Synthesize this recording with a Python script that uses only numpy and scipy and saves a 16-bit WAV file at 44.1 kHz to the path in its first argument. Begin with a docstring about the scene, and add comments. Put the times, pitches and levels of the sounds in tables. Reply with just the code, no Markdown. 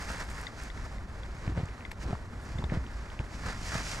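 """Snow hisses down a tent as a hand sweeps it off; a few steps through deep snow follow, then more sweeps.
The hand rubs and heaves the fabric, grains skitter over it and the sleeve rustles.
Boots pack the snow with dull, crunchy thuds; frozen crust and cloth crackle.
Small hard ticks come from near the walker, over a low wind rumble and a soft outdoor wash."""
import sys
import numpy as np
from scipy import signal
from scipy.fft import rfft, irfft
from scipy.io import wavfile

SR = 44100
rng = np.random.default_rng(int(sys.argv[2]) if len(sys.argv) > 2 else 0)


def digitize_waveform(pressure):
    """Quantize a signal to 16-bit integers and store it at the path in sys.argv[1].

    Rows of a 2-D input are taken as channels; values are limited to [-1, 1].
    """
    field = np.atleast_2d(pressure).T
    bounded = np.clip(field, -1, 1)
    quanta = np.round(bounded * 32767).astype(np.int16)
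    wavfile.write(sys.argv[1], SR, quanta)


N = 176400
T = np.arange(N) / SR

# hand strokes on snowy cloth: (peak time [s], rise [s], fall [s], hiss level [dB], rub level [dB])
SWEEPS = [(.005, 0.062, 0.06, -46, -42.5), (.1, 0.036, 0.11, -47, -40), (.21, 0.027, 0.039, -50.5, -42.5),
          (.37, 0.14, 0.15, -53.5, -45.5), (0.626, 0.061, 0.074, -51, -46.5), (.8, 0.078, 0.16, -57, -50),
          (1.25, 0.19, 0.32, -65.5, -55), (1.47, 0.12, 0.053, -59.5, -52), (1.59, 0.034, 0.19, -65, -51),
          (2.027, 0.026, 0.022, -51.5, -50), (2.1, 0.046, 0.13, -61.5, -53), (2.52, .12, 0.13, -58, -52),
          (2.74, 0.043, 0.042, -60.5, -45), (3.05, 0.36, 0.25, -61, -52), (3.36, 0.067, 0.067, -53, -50),
          (3.489, 0.073, 0.084, -47, -40.5), (3.67, 0.077, 0.038, -43.5, -45),
          (3.762, 0.067, 0.064, -40.5, -37.5), (3.89, 0.076, 0.091, -41.5, -44.5),
          (3.99, 0.057, .08, -48.5, -41.5)]
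# crisp sleeve rustles: (peak time [s], rise [s], fall [s], level [dB])
RUSTLES = [(.1, 0.089, 0.16, -60), (.38, 0.15, 0.08, -61), (.64, 0.025, .014, -61.5),
           (2.43, .04, 0.044, -70.5)]
# tone of the sliding grains, rubbed cloth, heaving wall and sleeve: (frequency [Hz], gain [dB])
HISS_EQ = [(1000, -25), (2200, 4), (3200, -3), (4000, -3), (4800, 2), (7400, -2.5), (8600, -9),
           (11000, -15), (12300, -19.5), (14000, -30), (16000, -47)]
RUB_EQ = [(60, -6), (150, 6), (280, -7.5), (520, 0), (1100, 2), (1800, 4.5), (2200, -1), (2900, -13),
          (5000, -14), (12000, -57)]
HEAVE_EQ = [(15, -11), (45, 8), (80, -3), (130, -5), (220, -14.5), (1000, -66)]
SLEEVE_EQ = [(3000, -27), (7500, 4), (12000, -5.5), (15500, -26)]


def sweeps():
    """The hand catches and slips, pushing the tent wall, while grains skitter and the sleeve rustles."""
    catch = wobble(rate_hz=50)  # one stick-slip flutter drives both hiss and rub
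    hiss = colour(grains(per_s=14000, spread_db=1.0), HISS_EQ) * amp(1.16 * catch)
    rub = colour(grains(per_s=5000, spread_db=0.5), RUB_EQ) * amp(1.03 * catch)
    heave = amp(0.5) * colour(rng.standard_normal((2, N)), HEAVE_EQ)
    sleeve = colour(grains(per_s=3600, spread_db=5.5), SLEEVE_EQ) * amp(2.8 * wobble(rate_hz=90))
    hiss_level = swells((*timing, hiss_db) for *timing, hiss_db, _ in SWEEPS)
    cloth_level = swells((*timing, rub_db) for *timing, _, rub_db in SWEEPS)
    return hiss * hiss_level + (rub + heave) * cloth_level + sleeve * swells(RUSTLES)


# snow packing under a boot: (peak time [s], rise [s], fall [s], level [dB])
STEPS = [(1.487, 0.05, 0.039, -37), (1.592, 0.037, 0.029, -35), (2.1, 0.08, 0.031, -36.5),
         (2.585, 0.019, 0.063, -40), (2.745, 0.016, 0.023, -35), (3.208, 0.017, 0.0095, -36.5),
         (3.48, 0.031, 0.028, -38.5)]
# snow giving way: (time [s], thud level [dB], starting pitch [Hz], crust level [dB])
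THUDS = [(1.476, -20, 140, -48), (1.52, -28, 109, -53), (1.573, -25, 168, -36.5), (1.597, -33.5, 172, -43),
         (1.632, -23, 141, -48), (2.057, -24, 83, -60), (2.129, -22.5, 163, -34), (2.553, -26.5, 126, -50),
         (2.588, -28, 191, -43.5), (2.638, -23.5, 113, -35.5), (2.72, -20, 192, -34),
         (2.763, -33, 198, -41), (2.772, -17.5, 124, -57), (3.197, -23, 89.5, -45),
         (3.751, -27, 226, -34.5)]
# tone of packing snow and of breaking crust: (frequency [Hz], gain [dB])
PACKING_EQ = [(30, 2), (110, 4.5), (320, -3), (600, -12), (1100, -14.5), (2500, -24), (8000, -39),
              (15000, -65)]
CRUST_EQ = [(100, -12), (350, 7), (700, 7.5), (1100, -1.5), (1800, -10.5), (3000, -23), (15000, -59)]
THUD_RISE_S, THUD_SAG_S, CRUST_FALL_S = 0.0026, 0.015, 0.0086
BOOM_HZ, BOOM_DB, BOOM_RISE_S = 51, -11, 0.021  # the low after-swing of each thud


def footsteps():
    """Snow packs in tiny collapses, then gives way in crunchy thuds that sink into a short low boom."""
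    out = colour(grains(per_s=2500, spread_db=0.5), PACKING_EQ) * swells(STEPS)
    crust_level = np.zeros((1, N))
    t = np.arange(SR // 5) / SR
    push = pulse(t / THUD_RISE_S) + amp(BOOM_DB) * pulse(t / BOOM_RISE_S)
    crust_burst = (1 - np.exp(-t / 0.00011)) * np.exp(-(t / CRUST_FALL_S) ** 2)
    for s, thud_db, start_hz, crust_db in THUDS:
        pitch_hz = BOOM_HZ + (start_hz - BOOM_HZ) * np.exp(-t / THUD_SAG_S)
        thud = push / push.max() * np.sin(2 * np.pi * np.cumsum(pitch_hz) / SR)
        add(out, s, amp(thud_db) * thud)
        add(crust_level, s, amp(crust_db) * crust_burst)
    return out + crust_level * colour(grains(per_s=8900, spread_db=-3.5), CRUST_EQ)


# dry crackles: (time [s], level [dB], centre frequency [Hz])
CRACKLES = [(.415, -39, 9400), (1.478, -32.5, 2200), (1.576, -31.5, 1660), (1.657, -40, 6960),
            (1.687, -41, 2600), (1.808, -38, 2350), (1.824, -41, 2050), (2.1525, -36, 1020),
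            (2.624, -32, 990), (2.696, -38, 2400), (2.6995, -30.5, 1970), (2.866, -38.5, 2860),
            (3.102, -38, 3120), (3.192, -29, 2460), (3.756, -30, 1580)]


def crackles():
    """Frozen crust and cloth crackle in single tiny fractures, a little to the left."""
    out = np.zeros((2, N))
    for s, db, centre_hz in CRACKLES:
        add(out, s, amp(db) * panned(crack(centre_hz), left_db=4))
    return out


def crack(centre_hz):
    """One dry fracture: a pulse that swells for 0.8 of a cycle and dies within a few more."""
    cycles = centre_hz * np.arange(SR // 20) / SR
    return pulse(cycles / .8) * np.sin(2 * np.pi * (cycles + rng.random()))


# the two hits of a double snap: (time [s], level [dB])
SNAPS = [(1.911, -41), (1.9156, -29)]
# tone of a snap: (frequency [Hz], gain [dB])
SNAP_EQ = [(700, -14), (930, 17), (1200, -12), (2200, 11.5), (3000, -7), (3800, -2), (5200, -11),
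           (8000, -8.5), (10500, -23), (12000, -9), (14000, -38)]
SNAP_ATTACK_S, SNAP_DECAY_S = 0.00018, 0.0029


def snaps():
    """Two bright puffs of noise land almost together as one sharp snap."""
    out, t = np.zeros((2, N)), np.arange(SR // 20) / SR
    tone = amp(read(SNAP_EQ, np.fft.rfftfreq(len(t), 1 / SR)))
    for s, db in SNAPS:
        noise = irfft(rfft(rng.standard_normal(len(t))) * tone, len(t))
        puff = noise * (1 - np.exp(-t / SNAP_ATTACK_S)) * np.exp(-t / SNAP_DECAY_S)
        add(out, s, amp(db) * panned(puff / abs(puff).max(), left_db=3.5))
    return out


# small hard contacts: (time [s], level [dB], brightness tilt [dB/octave])
TICKS = [(.468, -30, 6), (.701, -37.5, -4), (.775, -43.5, -14), (.983, -42.5, -10), (1.233, -40, 2),
         (1.851, -34, -7.5), (2.585, -36.5, 3), (2.641, -36.5, 12.5)]
# the ring of a tick: (frequency [Hz], gain [dB], time to fade 60 dB [s])
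TICK_MODES = [(2054, -2.5, 0.017), (3526, -4.5, 0.012), (3784, -12.5, 0.016), (4750, -15, 0.007),
              (7300, -26, 0.013)]


def ticks():
    """Small hard contacts on the walker's side click and ring a few short modes, differently each time."""
    out, t = np.zeros((2, N)), np.arange(SR // 20) / SR
    hz, mode_db, t60 = np.transpose(TICK_MODES)[:, :, None]
    for s, db, tilt in TICKS:
        detune, phase, damping = rng.standard_normal((3, len(hz), 1))
        strike_db = mode_db + tilt * np.log2(hz / hz[0])
        fade_db = 60 * t / t60 * np.exp(.3 * damping)
        modes = amp(strike_db - fade_db) * np.sin(2 * np.pi * (hz * (1 + .018 * detune) * t + phase))
        ring = modes.sum(0) * (1 - np.exp(-t / .0007))
        click = amp(-10.5) * crack(centre_hz=4000)
        add(out, s, amp(db) * panned(ring / abs(ring).max() + click, left_db=11))
    return out


# swell of the wind: (time [s], level [dB])
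GUSTS = [(0, -45), (.9, -40.5), (1.85, -43.5), (2.35, -41.5), (2.8, -38.5), (3.1, -44), (3.4, -40.5),
         (4, -41.5)]
# tone of the wind and of the outdoor wash: (frequency [Hz], gain [dB])
WIND_EQ = [(10, -12), (36, -1.5), (54, 3.5), (72, -3.5), (110, -8), (160, -17), (220, -13.5), (320, -20.5),
           (2000, -76)]
WASH_EQ = [(30, 10), (250, 1), (800, -1), (1400, -2.5), (2000, -6), (2900, -17), (5000, -19), (7400, -22),
           (9000, -28), (12000, -33), (16000, -60)]
WASH_DB = -48.5


def outdoors():
    """The background bed: wind rumbles in slow gusts under a soft, flickering wash."""
    rumble = colour(rng.standard_normal((2, N)), WIND_EQ)
    gust_db = np.interp(T, *np.transpose(GUSTS)) + 0.63 * wobble(rate_hz=0.67)
    wash = colour(rng.standard_normal((2, N)), WASH_EQ) * amp(WASH_DB + 1.3 * wobble(rate_hz=41))
    return rumble * amp(gust_db) + wash


# stereo width of the textures: (frequency [Hz], left-right correlation [0 to 1])
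CORRELATION = [(250, .97), (500, .9), (1000, .88), (2000, .86), (3000, .66), (4000, .4), (4900, .93),
               (8000, .94), (12000, .58)]
# their stereo lean: (frequency [Hz], left minus right [dB])
BALANCE = [(200, 0), (600, .9), (1400, -.2), (2200, -2.6), (2900, -5.2), (4000, -6), (4500, -2.7),
           (5300, -.6), (9000, .6)]


def colour(pair, eq):
    """Equalises two unrelated signals and spreads them as mid and side into stereo of rms 1."""
    hz = np.fft.rfftfreq(N, 1 / SR)
    a, b = rfft(pair) * amp(read(eq, hz))
    alike, lean = read(CORRELATION, hz), amp(read(BALANCE, hz) / 2)
    mid, side = a * np.sqrt(1 + alike), b * np.sqrt(1 - alike)
    return unit(irfft(np.array([(mid + side) * lean, (mid - side) / lean]), N))


def grains(per_s, spread_db):
    """Two trains of tiny impacts of uneven size."""
    size = amp(spread_db * np.minimum(rng.exponential(1, (2, N)), 4))
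    return size * rng.standard_normal((2, N)) * (rng.random((2, N)) < per_s / SR)


def swells(strokes):
    """Envelope of overlapping bell-shaped strokes, summed in power."""
    return np.sqrt(sum(amp(db) ** 2 * np.exp(-2 * ((T - s) / np.where(T < s, rise, fall)) ** 2)
                       for s, rise, fall, db in strokes))


def pulse(age):
    """Envelope that peaks at 1 when age is 1, then dies away."""
    return age * np.exp(1 - age)


def wobble(rate_hz):
    """Random modulation of rms 1, rolled off above rate_hz."""
    hz = np.fft.rfftfreq(N, 1 / SR)
    return unit(irfft(rfft(rng.standard_normal(N)) * np.exp(-(hz / rate_hz) ** 2), N))


def panned(sound, left_db):
    """Pans a sound so that the left is left_db louder than the right."""
    return amp(left_db * np.array([[1], [-1]]) / 2) * sound


def add(mix, s, sound):
    """Adds a sound into the mix at time s."""
    part = mix[:, max(round(s * SR), 0):][:, :sound.shape[-1]]
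    part += sound[..., :part.shape[1]]


def read(points, hz):
    """Reads a table on a log-frequency axis."""
    f, value = np.transpose(points)
    return np.interp(np.log(hz + 1), np.log(f + 1), value)


def amp(db):
    """Decibels to gain."""
    return 10 ** (np.asarray(db) / 20)


def unit(x):
    """Scales to rms 1."""
    return x / np.sqrt(np.mean(x ** 2) + 1e-20)


def scene():
    """Everything in the open air, with no echo."""
    return outdoors() + sweeps() + footsteps() + ticks() + crackles() + snaps()


# phase between the microphone ports: (frequency [Hz], lag of the left port [rad])
PORT_LAG = [(100, 0), (1000, .5), (2000, 1.15), (2850, 1.5), (3750, 1.4), (4100, 0)]
HIGH_CUT_HZ = 15600


def record(dry):
    """Two close microphone ports, out of phase in the mids, then a steep high cut."""
    lag = read(PORT_LAG, np.fft.rfftfreq(N, 1 / SR))
    ports = irfft(rfft(dry) * np.exp(.5j * np.array([-lag, lag])), N)
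    high_cut = signal.firwin(511, HIGH_CUT_HZ, window=("kaiser", 9), fs=SR)
    return signal.oaconvolve(ports, high_cut[None], "same")


dry = scene()
out = record(dry)
digitize_waveform(out)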